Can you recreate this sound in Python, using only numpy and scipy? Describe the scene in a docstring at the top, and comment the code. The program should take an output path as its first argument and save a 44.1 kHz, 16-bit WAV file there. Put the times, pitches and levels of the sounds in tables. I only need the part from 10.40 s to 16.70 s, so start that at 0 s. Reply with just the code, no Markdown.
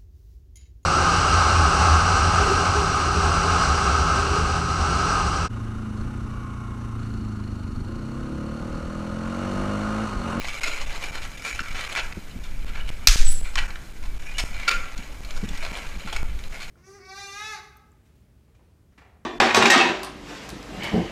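"""Balloon twisting and a pop

Hands twist and knot latex balloons in a living room, close to a head-worn camera.
Rubber sticks and slips on rubber and skin: random slips drive resonant filters, squeaks are wavering sines.
One balloon is torn open: noise bursts make the pop, shaped noise the rush of air and thin tones the whistle.
The moving head stirs slow, low-pitched air at the microphone; dull bumps and steady hiss lie beneath.
The recorder restarts about four times a second, and each restart cuts the level for a few milliseconds."""
import sys
import numpy as np
from scipy import signal
from scipy.fft import rfft, irfft
from scipy.io import wavfile
from scipy.ndimage import uniform_filter1d

SR = 44100
rng = np.random.default_rng(int(sys.argv[2]) if len(sys.argv) > 2 else 0)


def transcribe(u):
    """Save the signal u as a 16-bit wav file named by the first command-line argument.

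    u: samples, shape (n,) or (channels, n), limited to [-1, 1]; the rate is SR.
    q: integer samples, one column per channel.
    """
    v = np.clip(np.atleast_2d(u).T, -1, 1)
    q = np.round(v * 32767).astype(np.int16)
    wavfile.write(sys.argv[1], SR, q)


N = 277830  # length in samples

# Hands working the rubber, before a small trim: start_s [s], level_db [dB], bright_db [dB], hollow_db [dB]
RUBBING = [(0.0, -33, 1, 0), (0.64, -35, 0, 4.5), (0.83, -46, 3, 5.5), (1.07, -38.5, 4, -2),
           (1.27, -40.5, 2, -17), (1.52, -34, 0, 5), (1.76, -49.5, 5.5, 1), (2.1, -49, 0.5, -8),
           (2.66, -46.5, 1, 7.5), (2.67, -78, 0, 0), (2.97, -80, 0, 0), (3.0, -45, 4, 7.5),
           (3.67, -56, 5.5, -2), (3.87, -40.5, 1, 5), (4.06, -45.5, 3, -2), (4.3, -35.5, -9, -1),
           (4.75, -46.5, 3, 8.5), (5.29, -38, -0.5, 2.5), (5.74, -41.5, 1.5, 4), (5.88, -50.5, -4, -4),
           (6.08, -46.5, 4.5, 7), (6.3, -45, 2, -4)]
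# Resonances of the balloons' air chambers, before chance spread: pitch_hz [Hz], width_hz [Hz], level_db [dB]
CHAMBERS = [(830, 7.1, -25), (1380, 19, -13), (1994, 5.5, 6.5), (2334, 130, 1.5), (3250, 230, -13),
            (4195, 114, -7), (5070, 35, -13), (5330, 110, -35), (6683, 310, -13), (8100, 110, -21.5),
            (9400, 36, -39), (11300, 370, -26.5)]
# Broad colour of a slip on the skin: pitch_hz [Hz], density_db [dB per Hz, relative]
SKIN_COLOUR = [(180, -32), (300, -15), (1220, -5.5), (1370, 0.5), (1810, -5.5), (2280, -1), (2610, -3.5),
               (6050, -15), (6790, -15.5), (15500, -37.5)]
# Slow air at the microphone, before surges and ducking: start_s [s], level_db [dB]
AIR_LEVEL = [(0.0, -34), (0.63, -27), (1.1, -39.5), (1.16, -18), (1.24, -35.5), (1.65, -29.5),
             (1.77, -34.5), (2.45, -17.5), (2.63, -31), (2.7, -3), (2.75, -17), (2.82, 4.5), (3.14, -27.5),
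             (3.18, -21), (3.58, -36.5), (3.65, -19.5), (3.89, -30.5), (4.0, -24), (4.44, -29), (5.07, -26),
             (5.65, -31), (5.77, -16.5), (6.05, -27.5), (6.3, -39.5)]
# Spectrum of the slow air: pitch_hz [Hz], density_db [dB per Hz, relative]
AIR_COLOUR = [(4.7, -65), (8.0, 10.5), (23, -2.5), (30, -14), (43, -7.5), (60, -17.5), (110, -39.5),
              (140, -63), (240, -120)]
# Spectrum of the flutter above it: pitch_hz [Hz], density_db [dB per Hz, relative]
FLUTTER_COLOUR = [(41, -50), (70, 4), (119, -1.5), (211, -4.5), (408, -22), (600, -19), (780, -23),
                  (1320, -120)]
# Sloshes of air after the pop, before their soft onset: start_s [s], pitch_hz [Hz], t60_s [s], level_db [dB]
SLOSHES = [(2.682, 26.4, 0.13, 7), (2.791, 11.43, 0.72, 2.5)]
# Slow air just before some of the restarts: restart_number [count from 0], pressure [full scale 1]
RESTART_PRESSURE = [(0, .024), (2, .042), (9, .07), (10, -.173), (11, .036), (15, .114), (18, .041),
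                    (20, -.045), (21, .047), (22, .101)]
# Spectrum of the steady hiss: pitch_hz [Hz], density_db [dB per Hz, relative]
HISS_COLOUR = [(120, -13), (200, -9), (258, -1), (392, -7), (1260, -13.5), (1430, -8), (2020, -14.5),
               (2330, -14.5), (4660, -18.5), (11800, -24), (15500, -26.5)]
# Decay of the room: pitch_hz [Hz], t60_s [s]
ROOM_DECAY = [(500, 0.75), (1500, 0.63), (4000, 0.21), (7000, 0.53), (11000, 0.52)]
# Single slips, before the scrape and ring trims: start_s [s], level_db [dB], bright_db [dB]
TICKS = [(0.0453, -12, -3), (0.7821, -18, -8), (1.0216, -19, 4), (1.1487, -20, 8), (1.1578, -15, 1),
         (1.192, -10, -14), (1.2038, -10.5, -9), (1.259, -20, -11), (1.3463, -15, -12), (1.4087, -13, 3),
         (1.5263, -13, 5), (1.5514, -10, 3), (1.5613, -8, -10), (1.725, -18, -26), (3.1557, -7.5, 4.5),
         (3.305, -18, -8), (3.3573, -19, -10), (4.1993, -17, 0), (4.2313, -16.5, -3), (4.578, -27.5, 15),
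         (4.8482, -25, 9), (4.908, -18.5, 5), (5.0894, -23.5, 14), (5.1746, -21, 10.5), (5.3535, -17, -11),
         (5.373, -24.5, 10), (5.9901, -23.5, 0), (6.0386, -19, 2.5)]
# Runs of quick slips; the bubble under the fingers has a pitch and a level relative to the run:
# start_s [s], length_s [s], level_db [dB], bright_db [dB], hollow_db [dB], ring_hz [Hz], ring_db [dB]
CREAKS = [(0.234, 0.015, -27, 5.5, -19, 2200, -5), (0.255, 0.048, -30, 1, 5, 6830, -21),
          (0.619, 0.057, -46, 9, -18, 3000, 1), (0.73, .05, -36.5, 1.5, 6, 2130, -6),
          (0.819, 0.049, -37.5, 2, 2, 2070, -14), (1.049, 0.059, -33.5, 5, 2.5, 2400, 0.5),
          (1.353, 0.079, -34, -2.5, 1, 2240, -18), (1.566, 0.046, -26.5, -10, 1, 2060, -18),
          (2.036, 0.036, -48.5, 7.5, 7, 3650, -7), (2.266, 0.046, -43.5, -3, 6.5, 2370, -18),
          (2.346, 0.072, -42, -11, 4, 1630, -4), (2.476, 0.03, -40, 4, -7, 3000, -5),
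          (3.045, .05, -43, -1, -1, 2380, 0.5), (3.173, .024, -23.5, -9, -3.5, 2360, -7),
          (3.195, 0.07, -43, -1, 1, 1460, 2), (3.625, 0.047, -45, 2.5, 2, 1030, -4),
          (3.982, .011, -28.5, 10, -8, 3540, -6), (3.994, 0.013, -25, 5, 4.5, 5240, -10),
          (4.131, 0.14, -47, 4, -3, 2360, 3), (4.278, .024, -19.5, 1.5, 1, 4570, -6.5),
          (4.312, 0.015, -23.5, 0, -5, 2620, -6), (4.964, .018, -38.5, 5.5, 10.5, 4970, -18),
          (5.225, 0.062, -38, 0, 9.5, 4200, -9), (5.302, 0.15, -42.5, 1.5, 9.5, 2300, -23),
          (5.674, .03, -36.5, -4, 0, 1480, -4.5), (5.725, .032, -34, 2, 6.5, 3300, -5.5),
          (5.763, 0.0082, -30.5, 6, 7.5, 2310, 3), (6.121, 0.078, -44, 1.5, 8, 2280, -2.5),
          (6.203, 0.057, -40, 3, -1, 4400, -11)]
# Dull bumps carried to the camera, before onset and sag: start_s [s], level_db [dB], pitch_hz [Hz], t60_s [s]
THUMPS = [(1.202, -30.5, 86, 0.072), (1.767, -22.5, 51.7, 0.061), (1.955, -24.5, 64, 0.055),
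          (4.585, -30, 110, 0.077), (5.027, -20, 232, 0.08), (5.076, -37, 232.5, 0.31),
          (5.312, -32.5, 200, 0.068), (5.553, -36, 211, 0.12), (5.647, -36.5, 211, 0.17)]
# Thin tones of squeaking rubber and whistling air, before wavering:
# start_s [s], length_s [s], start_hz [Hz], end_hz [Hz], level_db [dB], blur_hz [Hz rms]
TONES = [(2.402, 0.013, 2940, 2900, -37, 40), (2.847, 0.075, 7950, 7880, -25, 89),
         (2.87, 0.086, 10400, 10980, -34.5, 70), (2.912, 0.012, 10300, 8500, -30, 200),
         (2.92, .008, 15300, 14500, -36, 300), (3.865, 0.07, 2450, 2430, -41, 30),
         (3.945, .02, 2740, 2960, -37, 30), (3.987, 0.01, 2260, 2260, -28, 30),
         (4.275, 0.042, 1370, 1424, -21.5, 30), (2.938, 0.063, 7700, 7500, -40, 150),
         (3.157, 0.0117, 1095, 1050, -31.5, 58.7), (3.179, 0.032, 1450, 1530, -32.5, 70),
         (3.288, 0.014, 1470, 1500, -42, 40), (4.277, 0.025, 2293, 2295, -17.5, 40)]
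# Spectrum of the pop: pitch_hz [Hz], density_db [dB per Hz, relative]
POP_COLOUR = [(290, -72), (500, -20), (2130, -6.5), (2230, 1), (3330, -11), (3960, 3), (5590, 0),
              (6450, -2), (9240, -22), (11800, -14), (15500, -29)]
# Air leaving the torn balloon, before a small trim and flapping: start_s [s], level_db [dB]
RUSH_LEVEL = [(2.69, -18.5), (2.756, -25.5), (2.936, -41.5), (3.0, -47.5)]
# Spectrum of that air: pitch_hz [Hz], density_db [dB per Hz, relative]
RUSH_COLOUR = [(240, -28), (400, -29), (957, -14), (1400, -3.5), (3300, -2), (4090, -2), (6380, -2),
               (11400, -18), (15500, -29)]

HISS_DB = -50.5
FLUTTER_DB, FLUTTER_FOLLOWS, CALM_DB = -49, 0.13, -34  # flutter rises by a share of the air's excess over calm
SURGE_DB, SURGE_S = 2, 0.11  # rms depth and smoothing of chance surges of the air
QUIET_PRESSURE = 0.015  # rms pressure before the other restarts, full scale 1
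SLIPS_PER_S, STROKE_S, HURRY = 560, .05, .45  # slip rate setting for this stroke; shorter ones hurry by a power
UNEVEN = .36  # spread of the gaps between slips
TICK_HZ, TICK_SPREAD = 2267, 0.011  # bubble pitch of a tick and its chance spread (fraction)
THUMP_TOP_HZ, PUFF_DB = 300, 2.5  # top of the puff of noise, and its level against the thump
SAG_S = 0.118  # the pitch of a push halves in this time
POP_S, POP_DB = 2.672, 0.5
FIRST_S, PERIOD_S = .19915, .256  # first restart, and spacing
EDGE_HZ = 15400  # top of the recorder's band


def gain_of(db):
    """Turn decibels into an amplitude factor."""
    return 10 ** (np.asarray(db) / 20)


def evened(x):
    """Scale a signal to rms 1."""
    return x / np.sqrt(np.mean(x ** 2) + 1e-20)


def read(points, hz):
    """Read a curve over log frequency."""
    f, value = np.transpose(points)
    return np.interp(np.log(hz + 1), np.log(f + 1), value)


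def along(rows):
    """Draw each column as a line over the whole scene."""
    s, *columns = np.transpose(rows)
    return [np.interp(np.arange(N) / SR, s, c) for c in columns]


def add(mix, s, sound):
    """Lay a sound into the mix at a time in seconds."""
    part = mix[round(s * SR):][:len(sound)]
    part += sound[:len(part)]


def wander(window, size=N):
    """Slow random drift of rms 1, smoothed over a window of samples."""
    return evened(uniform_filter1d(rng.standard_normal(size), window))


def noise(points):
    """Steady noise of a given spectrum, rms 1."""
    spectrum = rfft(rng.standard_normal(N))
    return evened(irfft(spectrum * gain_of(read(points, np.fft.rfftfreq(N, 1 / SR))), N))


def response(db):
    """Minimum-phase impulse response of energy 1 for a gain on 2049 bins."""
    both_sides_db = np.r_[db, db[-2:0:-1]]
    log_gain = np.log(gain_of(np.maximum(both_sides_db, -100)))
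    h = np.fft.ifft(np.exp(np.conj(signal.hilbert(log_gain)))).real[:2048]
    return h / np.linalg.norm(h)


def balloons(plain, bright, hollow, vary_db):
    """Slips ring the balloons, now one bubble and now another; shares go to the treble and the low chambers."""
    hz, t = np.fft.rfftfreq(4096, 1 / SR), np.arange(800) / SR
    treble_filter = signal.butter(2, 3400, "high", fs=SR, output="sos")
    low_filter = signal.butter(2, 1150, "low", fs=SR, output="sos")
    treble = signal.sosfilt(treble_filter, bright - plain)
    low = signal.sosfilt(low_filter, hollow - plain)
    drive = plain + treble + low
    bubbles = rng.standard_normal((6, len(CHAMBERS), 2))  # chance level and pitch of every resonance
    touched = uniform_filter1d(rng.standard_normal((len(bubbles), N)), 1200).argmax(0)
    out = np.zeros(N)
    for k, bubble in enumerate(bubbles):
        modes = 0
        for (f, width_hz, db), (level_luck, pitch_luck) in zip(CHAMBERS, bubble):
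            power = gain_of(2 * (db + vary_db * level_luck - read(SKIN_COLOUR, f)))
            centre_hz = f * (1 + 0.013 * pitch_luck)
            modes = modes + power / (1 + (2 * (hz - centre_hz) / width_hz) ** 2)
        body = response(read(SKIN_COLOUR, hz) + 10 * np.log10(abs(0.41 + 0.61 * modes)))
        # hands and skins scatter each slip
        scatter = (t == 0) + 0.13 * np.exp(-t / 0.0039) * rng.standard_normal(len(t))
        body = np.convolve(body, scatter / np.linalg.norm(scatter))
        out += signal.oaconvolve(drive * (touched == k), body)[:N]
    return out


def rub():
    """Dense uneven slips that come in clumps, over a soft sliding hiss."""
    level_db, bright_db, hollow_db = along(RUBBING)
    clumps = gain_of(2.2 * wander(300))
    size = gain_of(4.0 * np.minimum(rng.exponential(size=N), 4))
    happens = rng.random(N) < 1500 / SR  # slips per second
    slips = size * happens * np.sign(rng.standard_normal(N))
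    sliding = 0.3 * rng.standard_normal(N)
    drive = gain_of(level_db - 2.0) * evened(clumps * (evened(slips) + sliding))
    return balloons(drive, drive * gain_of(bright_db), drive * gain_of(hollow_db), vary_db=3.0)


def air():
    """Lumpy pressure mostly under 100 Hz, a flutter above it and two dying sloshes."""
    level_db, = along(AIR_LEVEL)
    t = np.arange(N) / SR
    # the slow air ducks while the sloshes take over
    duck = 1 - 0.81 * np.clip((t - 2.63) / 0.038, 0, 1) * np.clip((3.08 - t) / 0.11, 0, 1)
    flutter_db = FLUTTER_DB + FLUTTER_FOLLOWS * (level_db - CALM_DB)
    surge_db = SURGE_DB * wander(round(SURGE_S * SR))
    slow = gain_of(level_db + surge_db) * duck * noise(AIR_COLOUR)
    out = slow + gain_of(flutter_db + surge_db) * noise(FLUTTER_COLOUR)
    for s, hz, t60, db in SLOSHES:
        swell_and_die = gain_of(db - 60 * t / t60) * (1 - np.exp(-t / 0.021))
        add(out, s, -swell_and_die * np.sin(2 * np.pi * hz * t))
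    # the air drifts towards its pressure at each restart
    lean = np.r_[np.sin(np.linspace(0, np.pi / 2, 900)) ** 2, np.ones(40)]
    for k, s in enumerate(np.arange(FIRST_S, N / SR, PERIOD_S)):
        pressure = dict(RESTART_PRESSURE).get(k, QUIET_PRESSURE * rng.standard_normal())
        add(out, s - 900 / SR, lean * (pressure - out[round(s * SR)]))
    return out


def hiss():
    """Steady coloured noise under everything."""
    return gain_of(HISS_DB) * noise(HISS_COLOUR)


def room(x):
    """Sparse taps of random sign, each band dying at its own speed."""
    taps, slots = np.zeros(SR), np.arange(300, SR - 20, 20)
    taps[slots + rng.integers(0, 20, len(slots))] = np.sign(rng.standard_normal(len(slots)))
    hz, t, bands = signal.stft(taps, SR, nperseg=256)
    t60 = np.maximum(read(ROOM_DECAY, hz), .05)
    bands = bands * gain_of(-60 * t / t60[:, None])
    tail = signal.istft(bands, SR, nperseg=256)[1]
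    return signal.fftconvolve(x, tail / np.linalg.norm(tail))[:N]


def ring(t, hz):
    """A small bubble rings briefly; energy 1."""
    sound = gain_of(-60 * t / 0.017) * np.sin(2 * np.pi * hz * t)
    return sound / np.linalg.norm(sound)


def ticks():
    """Each tick is one slip: a short scrape that drives the balloons, and a ringing bubble."""
    plain, bright, hollow, rings = drives = np.zeros((4, N))
    t = np.arange(600) / SR
    fade = np.exp(-t / .0014)
    for s, db, bright_db in TICKS:
        scrape = gain_of(db + 6.0) * fade * rng.standard_normal(len(t)) / np.linalg.norm(fade)
        add(plain, s, scrape)
        add(bright, s, scrape * gain_of(bright_db))
        add(hollow, s, scrape * gain_of(-2.5))
        bubble_hz = TICK_HZ * (1 + TICK_SPREAD * rng.standard_normal())
        add(rings, s, gain_of(db - 4.0) * ring(t, bubble_hz))
    return drives


def creaks():
    """Each creak is a stick-slip train with uneven gaps that drives the balloons and one bubble."""
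    plain, bright, hollow, rings = drives = np.zeros((4, N))
    t = np.arange(600) / SR
    for s, length, db, bright_db, hollow_db, ring_hz, ring_db in CREAKS:
        gap, size = rng.standard_normal((2, 200))
        rate = SLIPS_PER_S * (STROKE_S / length) ** HURRY
        at = np.cumsum(np.exp(UNEVEN * gap)) * SR / rate
        at = at - at[0]
        train = np.zeros(round(length * SR))
        keep = at < len(train) - 1
        train[at[keep].astype(int)] = gain_of(4.5 * size[keep])
        swell = np.minimum(1, np.linspace(1.8, .5, len(train)))  # holds, then eases off
        train = gain_of(db) * evened(train) * swell
        add(plain, s, train)
        add(bright, s, train * gain_of(bright_db))
        add(hollow, s, train * gain_of(hollow_db))
        add(rings, s, gain_of(ring_db) * np.convolve(train, ring(t, ring_hz)))
    return drives


def slips():
    """Ticks and creaks ring the same balloons, beside their own small bubbles."""
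    plain, bright, hollow, rings = ticks() + creaks()
    return rings + balloons(plain, bright, hollow, vary_db=1.5)


def thumps():
    """Each bump is a low push of sinking pitch with a puff of noise; it starts quickly and dies."""
    out, t = np.zeros(N), np.arange(6000) / SR
    band = signal.butter(3, [70, THUMP_TOP_HZ], "band", fs=SR, output="sos")
    for s, db, hz, t60 in THUMPS:
        puff = gain_of(PUFF_DB) * evened(signal.sosfilt(band, rng.standard_normal(len(t))))
        cycles = hz * SAG_S * np.log(1 + t / SAG_S)
        push = -2 * np.sin(2 * np.pi * cycles)
        envelope = gain_of(db - 60 * t / t60) * (1 - np.exp(-t / 0.01))
        add(out, s, envelope * (puff + push))
    return out


def tones():
    """Squeaks and whistles: gliding sines whose pitch and strength waver."""
    out = np.zeros(N)
    for s, length, start_hz, end_hz, db, blur_hz in TONES:
        waver, throb = wander(90, (2, 8000))
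        n = round(length * SR)
        hz = np.linspace(start_hz, end_hz, n) + blur_hz * waver[:n]
        tone = np.sin(2 * np.pi * np.cumsum(hz) / SR)
        add(out, s, gain_of(db + 2.4 * throb[:n]) * tone * signal.windows.tukey(n, .4))
    return out


def tear():
    """The skin tears in a few milliseconds and flaps twice: decaying bursts of coloured noise."""
    t, out = np.arange(4000) / SR, np.zeros(N)
    envelope = gain_of(-60 * np.maximum(t - .0025, 0) / 0.0049)
    envelope += gain_of(-25 - 60 * t / 0.068)  # quieter, longer tail
    for lag_s, db in (.006, -5.5), (.0125, -6):
        envelope += gain_of(db - 60 * (t - lag_s) / 0.0073) * (t > lag_s)
    add(out, POP_S, gain_of(POP_DB) * envelope * rng.standard_normal(len(t)))
    hz = np.fft.rfftfreq(4096, 1 / SR)
    return signal.oaconvolve(out, response(read(POP_COLOUR, hz)))[:N]


def rush():
    """Air rushes out past the flapping torn edge: coloured noise of fluctuating level."""
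    t = np.arange(N) / SR
    level_db, = along([*RUSH_LEVEL, (3.05, -73)])
    flapping = gain_of(2.5 * wander(250))
    return gain_of(level_db - 2.0) * (t > POP_S) * noise(RUSH_COLOUR) * flapping


def scene():
    """Mix the handled rubber, the burst, their echo in the room, the air, the bumps and the hiss."""
    near = rub() + slips() + tones()
    burst = tear() + rush()
    echo = gain_of(-6.5) * room(near) + gain_of(-14.0) * room(burst)
    return (near + burst + echo + air() + thumps() + hiss())[None]


def record(dry):
    """The gain drops at each restart and climbs back; loud peaks clip and the band is limited."""
    t = np.arange(N) / SR - FIRST_S
    since = np.where(t < 0, 1, t % PERIOD_S)
    gain = np.clip(0.011 + since / 0.012, 0, 1)
    first = (t > 0) & (t < PERIOD_S)
    gain[first] = np.where(since < .0095, .06, 1)[first]  # the first is a plain gap
    loud = np.clip(dry * gain, -.97, .97)
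    band_limit = signal.firwin(255, EDGE_HZ, window=("kaiser", 7), fs=SR)
    return signal.oaconvolve(loud, band_limit[None], "same")


dry = scene()
out = record(dry)
transcribe(out)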